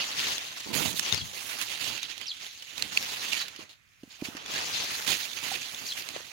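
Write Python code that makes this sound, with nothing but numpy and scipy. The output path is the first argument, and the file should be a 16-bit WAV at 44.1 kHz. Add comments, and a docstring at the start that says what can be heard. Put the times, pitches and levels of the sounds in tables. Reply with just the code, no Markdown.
"""Leaves rustle and crackle as hands pick fruit from a potted strawberry plant, a hand's width from
two microphones. The hairy leaves slide, catch and slip, and some drag right over a microphone housing.
Stalks snap as their fibres tear, and soft bumps sound the wall of the plastic pot.
Behind it lies the hush of a quiet garden, where a sparrow chirps now and then."""
import sys
import numpy as np
from scipy import signal
from scipy.io import wavfile
from scipy.ndimage import uniform_filter1d

SR = 44100
rng = np.random.default_rng(int(sys.argv[2]) if len(sys.argv) > 2 else 0)


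def wrap_up_sound(samples):
    """Save the sound to the file named by the first command line argument, as 16-bit audio."""
    columns = np.atleast_2d(samples).T
    # keep every value between -1 and 1, then stretch to whole-number steps
    tamed = np.clip(columns, -1, 1)
    steps = np.round(tamed * 32767).astype(np.int16)
    wavfile.write(sys.argv[1], SR, steps)


N = 278709
TIME = np.arange(N) / SR
BAND_LIMIT_HZ = 16100

# dull scuff of plastic, on the microphone housing and the pot: (frequency [Hz], level [dB])
PLASTIC_SCUFF = [(20, -27), (60, -8), (130, -2.5), (270, 2), (500, -4.5), (1000, -6), (2000, -25),
                 (6000, -42)]


def amp(db):
    """Decibels to gain."""
    return 10 ** (np.asarray(db) / 20)


def unit(x):
    """Scales each row to rms 1."""
    return x / np.sqrt(np.mean(x ** 2, axis=-1, keepdims=True) + 1e-20)


def add(mix, start_s, sound):
    """Mixes a stereo sound in at its start time."""
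    part = mix[:, max(round(start_s * SR), 0):][:, :sound.shape[1]]
    part += sound[:, :part.shape[1]]


def sides(pan_db):
    """Microphone gains of constant total power; pan_db is left minus right."""
    gains = amp(np.array([np.atleast_1d(pan_db), -np.atleast_1d(pan_db)]) / 2)
    return gains / np.sqrt(np.mean(gains ** 2, axis=0))


def colour(x, spectrum, size=4096):
    """Minimum-phase filter through the (Hz, dB) points of a spectrum."""
    hz, db = np.transpose(spectrum)
    bin_hz = abs(np.fft.fftfreq(size, 1 / SR)) + 1
    log_gain = np.log(amp(np.interp(np.log(bin_hz), np.log(hz), db)))
    taps = np.fft.ifft(np.exp(np.conj(signal.hilbert(log_gain)))).real[:size // 2]
    return signal.oaconvolve(x, taps)[:len(x)]


def wander(per_s):
    """Random curve of rms 1 that glides to a new value per_s times a second."""
    return unit(np.interp(TIME * per_s, np.arange(4096), rng.standard_normal(4096)))


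def swell(start, rise, hold, release_db_per_s):
    """Gain of one contact: it rises, holds and dies away."""
    age = TIME - start
    attack = np.clip(age / max(rise, 1 / SR), 0, 1)
    return attack * amp(-release_db_per_s * np.maximum(age - rise - hold, 0))


def crackle(per_s, spread_db, ring_s, patches=28, size=400):
    """Hairs and edges catch and slip; each patch of leaf rings briefly and is touched on and off."""
    t, out = np.arange(size) / SR, np.zeros((2, N))
    for _ in range(patches):
        ring = unit(rng.standard_normal((2, size)) * np.exp(-t / (ring_s * rng.uniform(0.2, 2.8))))
        slips = rng.random(N) < per_s / patches / SR * amp(5 * wander(45))
        force = amp(spread_db * np.minimum(rng.exponential(1, N), 4))
        out += signal.oaconvolve((slips * force)[None], ring, axes=1)[:, :N]
    return unit(out)


def garden_air(level_db=-65, pan_db=-5):
    """The faint steady hush of the garden, all round the microphones."""
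    # colour of the outdoor air: (frequency [Hz], level [dB])
    spectrum = [(15, -35), (25, -9), (38, 0), (108, 6.5), (326, -13.5), (863, -25), (1190, -7), (2550, 0.5),
                (3250, -30), (6380, -19), (8590, -36), (11900, -25.5), (16000, -34)]
    hush = unit(np.array([colour(noise, spectrum) for noise in rng.standard_normal((2, N))]))
    return hush * amp(level_db) * sides(pan_db)


def sparrow(gain_db=-1, pan_db=-2, arch=0.254, waver=0.048, centre_hz=4100, echo_db=-8, echo_t60=0.15):
    """Short whistled notes, each arching and wavering in pitch; garden walls return a thin echo."""
    # chirps, some cut short: (time [s], level [dB], length [s], treble emphasis [dB per octave])
    calls = [(1.157, -24, .08, 2), (2.259, -22.5, .08, 4.5), (3.378, -21, .05, -2),
             (4.714, -21.5, .05, -16), (5.185, -23.5, .05, -22), (5.866, -23, .08, -1)]
    # the falling run of notes in a chirp: (offset [s], length [s], top pitch [Hz], level [dB])
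    notes = [(.007, 0.0108, 5810, -12), (.018, 0.013, 4890, -6.5), (0.03, 0.013, 4310, -8.5),
             (.042, .01, 4150, -6.5), (.052, 0.013, 3370, -4.5)]
    out = np.zeros((2, N))
    for start, call_db, call_length, tilt_db in calls:
        for offset, length, top_hz, note_db in notes:
            if offset < call_length:
                position = np.linspace(-1, 1, round(length * SR))
                arch_hz = top_hz * (1 - arch * (top_hz / centre_hz - .5) * position ** 2)
                wobble = unit(uniform_filter1d(rng.standard_normal(SR), size=40))[:len(position)]
                hz = arch_hz * (1 + waver * wobble)
                note = np.sin(2 * np.pi * np.cumsum(hz) / SR) * np.cos(np.pi * position / 2)
                level_db = call_db + note_db + gain_db + tilt_db * np.log2(top_hz / centre_hz)
                add(out, start + offset, note * amp(level_db) * sides(pan_db))
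    t = TIME[:SR // 2]
    walls = rng.standard_normal((2, len(t))) * amp(-60 * t / echo_t60)
    echo = signal.oaconvolve(out, walls / np.linalg.norm(walls[0]), axes=1)[:, :N]
    return out + amp(echo_db) * echo


def pot_bumps(gain_db=-2, rise_s=0.0019, upper_db=-14, upper_ratio=1.89, soil_db=-24, soil_t60=.12):
    """A soft blow swells over a few milliseconds; the soil damps the pot wall at once."""
    # knocks on the pot: (time [s], level [dB], left-right [dB], pitch [Hz], t60 [s])
    blows = [(3.590, -36, -12, 322, 0.023), (4.033, -32.5, -4.5, 272, 0.027), (4.075, -47, -7, 210, 0.02),
             (4.2214, -21.5, -5.5, 282, 0.019), (4.2853, -29, -8, 260, 0.015),
             (4.349, -33.5, -2, 282, 0.028), (5.515, -25.5, -7, 773, 0.041), (6.162, -24.5, 11, 567, 0.007),
             (6.202, -37.5, 10, 500, .02)]
    t, out = np.arange(6000) / SR, np.zeros((2, N))
    for start, level_db, pan_db, hz, t60 in blows:
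        wall = np.sin(2 * np.pi * hz * t) + amp(upper_db) * np.sin(2 * np.pi * hz * upper_ratio * t)
        soil = unit(colour(rng.standard_normal(len(t)), PLASTIC_SCUFF))
        soil *= amp(soil_db - 60 * t / soil_t60)
        bump = wall * amp(-60 * t / t60) * (1 - np.exp(-(t / rise_s) ** 2))
        add(out, start, (bump / abs(bump).max() + soil) * amp(level_db + gain_db) * sides(pan_db))
    return out


def microphone_brushes(flutter_db=1.0, rumble_hz=(70, 170), release_db_per_s=263):
    """A leaf dragged over the housing scuffs in that microphone; a soft, heavy contact only rumbles."""
    # leaves on the housing: (time [s], rise [s], hold [s], level [dB], left-right [dB], softness [0-1])
    drags = [(0.649, .02, 0.084, -41, -37, 0), (0.734, 0.022, 0.11, -35.5, -33.5, .1),
             (0.897, .02, 0.091, -49.5, -25, 0.18), (1.119, 0.0089, 0.022, -38, 21, 0.67),
             (1.194, .01, 0.054, -45, 15, 1), (1.869, 0.018, 0.02, -45, -23, .4),
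             (2.769, 0.021, 0.067, -48, -11, 0.07), (5.06, .015, 0.035, -44, -17, .31)]
    slips = crackle(per_s=870, spread_db=4.5, ring_s=0.00091, patches=10)
    scuff = unit(np.array([colour(side, PLASTIC_SCUFF) for side in slips]))
    rumble_band = signal.butter(2, rumble_hz, "band", fs=SR, output="sos")
    rumble = unit(signal.sosfilt(rumble_band, rng.standard_normal((2, N))))
    out = np.zeros((2, N))
    for start, rise, hold, level_db, pan_db, softness in drags:
        contact = np.sqrt(softness) * rumble + np.sqrt(1 - softness) * scuff
        out += contact * swell(start, rise, hold, release_db_per_s) * amp(level_db) * sides(pan_db)
    return out * amp(-flutter_db * wander(60))


def stalk_snaps(gain_db=-1, ring_db=11, force_slope=0.32, thin_hz=4800, upper_db=-8, upper_ratio=1.75,
                max_lag_s=0.000451, rise_s=0.00078, scatter_db=-24, scatter_t60=0.072):
    """Fibres tear in a burst; a stiff stalk rings in two damped modes; foliage scatters a faint tail."""
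    # stalks breaking, leaf edges flicking free: (time [s], level [dB], left-right [dB], ring [Hz], t60 [s])
    breaks = [(.193, -14, -1, 3100, .007), (.381, -17, 1, 3380, 0.0089), (.604, -25, -2, 6500, .012),
              (.859, -16, -7, 13100, 0.0044), (.994, -8.5, -12.5, 5520, 0.015),
              (1.124, -6.5, 11, 3724, 0.016), (1.145, -13.5, 7, 5440, .008), (1.613, -16, -13, 7000, 0.021),
              (1.623, -19, -5, 3800, 0.014), (1.977, -20, -7, 2640, 0.008),
              (2.030, -18.5, -4.5, 3760, 0.02), (2.179, -25.5, -14, 7000, .008),
              (2.213, -22, -18, 2210, 0.0053), (2.623, -28.5, -9, 2990, 0.043),
              (2.779, -20.5, -16, 3890, 0.019), (2.8231, -8, -16, 4230, 0.0083),
              (2.9735, -3, -3.5, 2620, 0.0076), (3.331, -10, -17, 2700, 0.017),
              (3.481, -26, -8, 6740, 0.024), (3.561, -27.5, -10, 2960, 0.023),
              (3.693, -38, -15, 2940, 0.022), (4.032, -41, -9, 2840, 0.037), (4.212, -34, -16, 2420, 0.054),
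              (4.368, -26, -17, 2970, .02), (4.46, -25, 1, 3430, 0.029), (5.118, -14, -17, 3620, 0.013),
              (5.332, -23.5, -18, 3600, 0.04), (5.746, -21.5, -5, 3530, 0.012),
              (6.088, -19, -16, 5480, 0.011), (6.164, -28, -16, 2940, .011)]
    # the crack of tearing fibres: (frequency [Hz], level [dB])
    spectrum = [(100, -13.5), (1200, -7.5), (2600, 3), (4800, 0.5), (6800, -2), (8500, -10.5),
                (16000, -12.5)]
    t, out = np.arange(3000) / SR, np.zeros((2, N))
    tearing = colour(rng.standard_normal(len(breaks) * 2 * len(t)), spectrum)
    cracks = unit(tearing.reshape(len(breaks), 2, len(t)))
    for (start, level_db, pan_db, hz, t60), crack in zip(breaks, cracks):
        # the ring reaches the farther microphone later
        lag = max_lag_s * np.tanh(pan_db / 5) * np.array([[0], [1]])
        upper_hz = min(hz * upper_ratio, BAND_LIMIT_HZ)
        lower = np.sin(2 * np.pi * (hz * (t - lag) + rng.random()))
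        upper = np.sin(2 * np.pi * (upper_hz * t - hz * upper_ratio * lag + rng.random()))
        # thick stalks broken hard ring most; thin edges only tick
        ring_gain = amp(ring_db + force_slope * level_db) / (1 + (hz / thin_hz) ** 8)
        ring = ring_gain * unit(lower + amp(upper_db) * upper)
        tail = crack * amp(scatter_db - 60 * t / scatter_t60)
        snap = (ring + crack) * amp(-60 * t / t60) + tail
        snap *= 1 - np.exp(-(t / rise_s) ** 2)
        snap /= abs(snap).max(axis=1, keepdims=True)
        add(out, start, snap * amp(level_db + gain_db) * sides(pan_db))
    return out


def hand_motion(attack_s=0.019, release_db_per_s=339):
    """Strokes add power to the resting contact; gives microphone gains, brightness [dB] and body [dB]."""
    # leaves resting against the moving hand and arm:
    # (time [s], level [dB], left-right [dB], brightness [dB], body [dB])
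    contact = [(0.0, -25.5, -3.5, -10.5, -1.5), (.06, -32.5, -2.5, -2, -0.5), (.35, -36.5, 0.5, 2.5, 2),
               (.51, -40, -2.5, 1.5, 0), (1.27, -42, -5, 8, 2), (1.95, -33.5, -10, -1, -1.5),
               (2.08, -40, -15, -5.5, -3.5), (2.55, -45.5, -2, -0.5, -7.5), (2.75, -43, -11, -0.5, -2),
               (3.44, -41.5, -8, 0, 3.5), (3.62, -52, -4, -5, 1.5), (3.77, -69.5, -8, 4.5, 1),
               (4.0, -64.5, -3.5, 6.5, 0), (4.3, -49.5, -8, 10.5, 13), (4.45, -44.5, -6, -7, 6),
               (4.51, -33.5, 0.5, 0, 4), (5.03, -35, -4, 7, 3.5), (5.3, -39, -8.5, 4.5, -0.5),
               (6.05, -42, -8, 5.5, 3.5), (6.32, -44.5, -10, 2.5, 0)]
    # pushes through the foliage:
    # (time [s], length [s], level [dB], growth [dB], left-right [dB], brightness [dB], body [dB])
    strokes = [(0.152, 0.17, -31, 5.5, 1, -0.5, -0.5), (0.443, 0.033, -41.5, 5, 4, 0, 2),
               (0.563, 0.033, -40.5, -9, 0, 6, -1), (0.725, 0.18, -30, -6, -21, 10.5, 1.5),
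               (0.941, 0.049, -35, 5, -10, 10.5, -4), (1.011, .083, -30.5, 4.5, 0.5, -0.5, 1),
               (1.115, 0.096, -31.5, -17, 8, -5, -3.5), (1.337, 0.29, -41.5, 4, -13, 11.5, 2.5),
               (1.6, 0.022, -35, -3, -16, 16, 4), (1.682, 0.043, -37.5, 6, -7, 6, -1),
               (1.793, 0.087, -32.5, 3, -13, 5, -2.5), (2.012, 0.018, -34, 2, -3, -9, -16),
               (2.085, 0.017, -32.5, 3, -12, -6, -6), (2.192, .025, -37, -0.5, -14, -8, 4),
               (2.38, 0.082, -39, 7, -7, -4, -5.5), (2.763, 0.14, -38.5, -4, -8, 2.5, -1),
               (2.908, 0.39, -35.5, 1, -4.5, 4, 1), (3.308, .11, -30.5, -3, -10, 0.5, -3),
               (3.58, 0.052, -45, -4, -8, 1, 11), (3.688, .03, -48.5, -2.5, -4, 1, 1),
               (4.096, .06, -44.5, -2, -6.5, -5.5, -6), (4.233, 0.037, -35.5, -6, -6, 4, 2),
               (4.357, .018, -38.5, 1, -4, -9, 6), (4.534, 0.051, -31, -2, -7, -4, 1.5),
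               (4.727, 0.19, -32.5, -11, 2, -3.5, -0.5), (5.06, 0.072, -24, -1.5, -14.5, 4, 0),
               (5.147, 0.11, -35, 1, -10, 6, -3), (5.355, 0.05, -33.5, -4, -10, -3, -2),
               (5.419, 0.14, -32.5, -1.5, -11, 2.5, 0), (5.6, 0.081, -36, -12, -7, -2.5, -8),
               (5.7, .02, -41.5, -10, -15, 5, -10), (5.851, 0.087, -37.5, -10, -2.5, 7, -6.5),
               (5.958, 0.039, -38.5, 4.5, -5, 10, -2), (6.131, .075, -41, -8, -3.5, -3, 8)]
    times, *columns = np.transpose(contact)
    level_db, pan_db, bright_db, body_db = (np.interp(TIME, times, column) for column in columns)
    total = amp(level_db) ** 2
    mic_power, bright, body = total * sides(pan_db) ** 2, total * bright_db, total * body_db
    for start, length, level_db, growth_db, pan_db, bright_db, body_db in strokes:
        progress = np.clip((TIME - start) / length, 0, 1) - .5
        # a stroke catches as the leaves bend and dies away as they spring back
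        envelope = swell(start, attack_s, length - attack_s, release_db_per_s)
        push = (envelope * amp(level_db + growth_db * progress)) ** 2
        total += push
        mic_power += push * sides(pan_db) ** 2
        bright += push * bright_db
        body += push * body_db
    return np.sqrt(mic_power), bright / total, body / total


def leaf_rustle(slide_db=-7, jerk_db=0.55, jerks_per_s=90, flicker_db=0.42, resonance_db=2.0,
                treble_shared=0.12, bass_shared=0.24, lag_samples=20, bright_hz=7000, body_hz=1600):
    """Close-up crackle over fine sliding friction, both following the jerky push of the hand."""
    # colour of the leaves at each microphone: (frequency [Hz], level [dB])
    left_colour = [(25, -46), (80, -10.5), (170, -8.5), (500, -7), (1100, -3.5), (1600, -3), (3000, 2),
                   (4300, 2.5), (5600, 0.5), (6400, 2.5), (7700, -10), (11000, -13), (16000, -18)]
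    right_colour = [(25, -40), (80, -9), (250, -6.5), (700, -7.5), (1200, -5), (1900, -1), (2700, 3.5),
                    (4400, -0.5), (5800, -6.5), (6800, -4.5), (8300, -15.5), (9500, -12.5), (16000, -17.5)]
    friction = crackle(per_s=2400, spread_db=1.5, ring_s=0.00088)
    friction += amp(slide_db) * rng.standard_normal((2, N))
    # part of the sound reaches the right microphone first and the left one later, most of all in the bass
    paths = np.array([*friction, np.roll(friction[1], lag_samples)])
    hz, frame_s, (left, right, delayed) = signal.stft(paths, SR, nperseg=512, noverlap=384)
    low = 1 / (1 + (hz[:, None] / body_hz) ** 4)
    high = 1 - 1 / (1 + (hz[:, None] / bright_hz) ** 4)
    shared = treble_shared + (bass_shared - treble_shared) * low
    spectra = np.array([shared * delayed + np.sqrt(1 - shared ** 2) * left, right])
    # every new point of contact bends the leaf and shifts its broad resonances
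    resonances = rng.standard_normal(spectra.shape) + rng.standard_normal(spectra.shape[1:])
    for _ in range(2):
        resonances = uniform_filter1d(uniform_filter1d(resonances, size=7, axis=1), size=7, axis=2)
    gains, bright_db, body_db = hand_motion()
    # near leaves fizz, broad ones add a papery body
    tone_db = high * np.interp(frame_s, TIME, bright_db) + low * np.interp(frame_s, TIME, body_db)
    spectra *= amp(resonance_db * resonances / resonances.std() + tone_db)
    left, right = signal.istft(spectra, nperseg=512, noverlap=384)[1][:, :N]
    leaves = unit(np.array([colour(left, left_colour), colour(right, right_colour)]))
    unsteady_db = jerk_db * wander(jerks_per_s) + flicker_db * np.array([wander(40), wander(40)])
    return leaves * gains * amp(unsteady_db)


def scene():
    """Plant and pot close to the two microphones, bird and garden air behind."""
    return leaf_rustle() + microphone_brushes() + stalk_snaps() + pot_bumps() + sparrow() + garden_air()


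def record(dry):
    """The recorder's band limit: a steep low-pass on both channels."""
    lowpass = signal.firwin(511, BAND_LIMIT_HZ, window=("kaiser", 9), fs=SR)
    return signal.oaconvolve(dry, lowpass[None], "same", axes=1)


dry = scene()
out = record(dry)
wrap_up_sound(out)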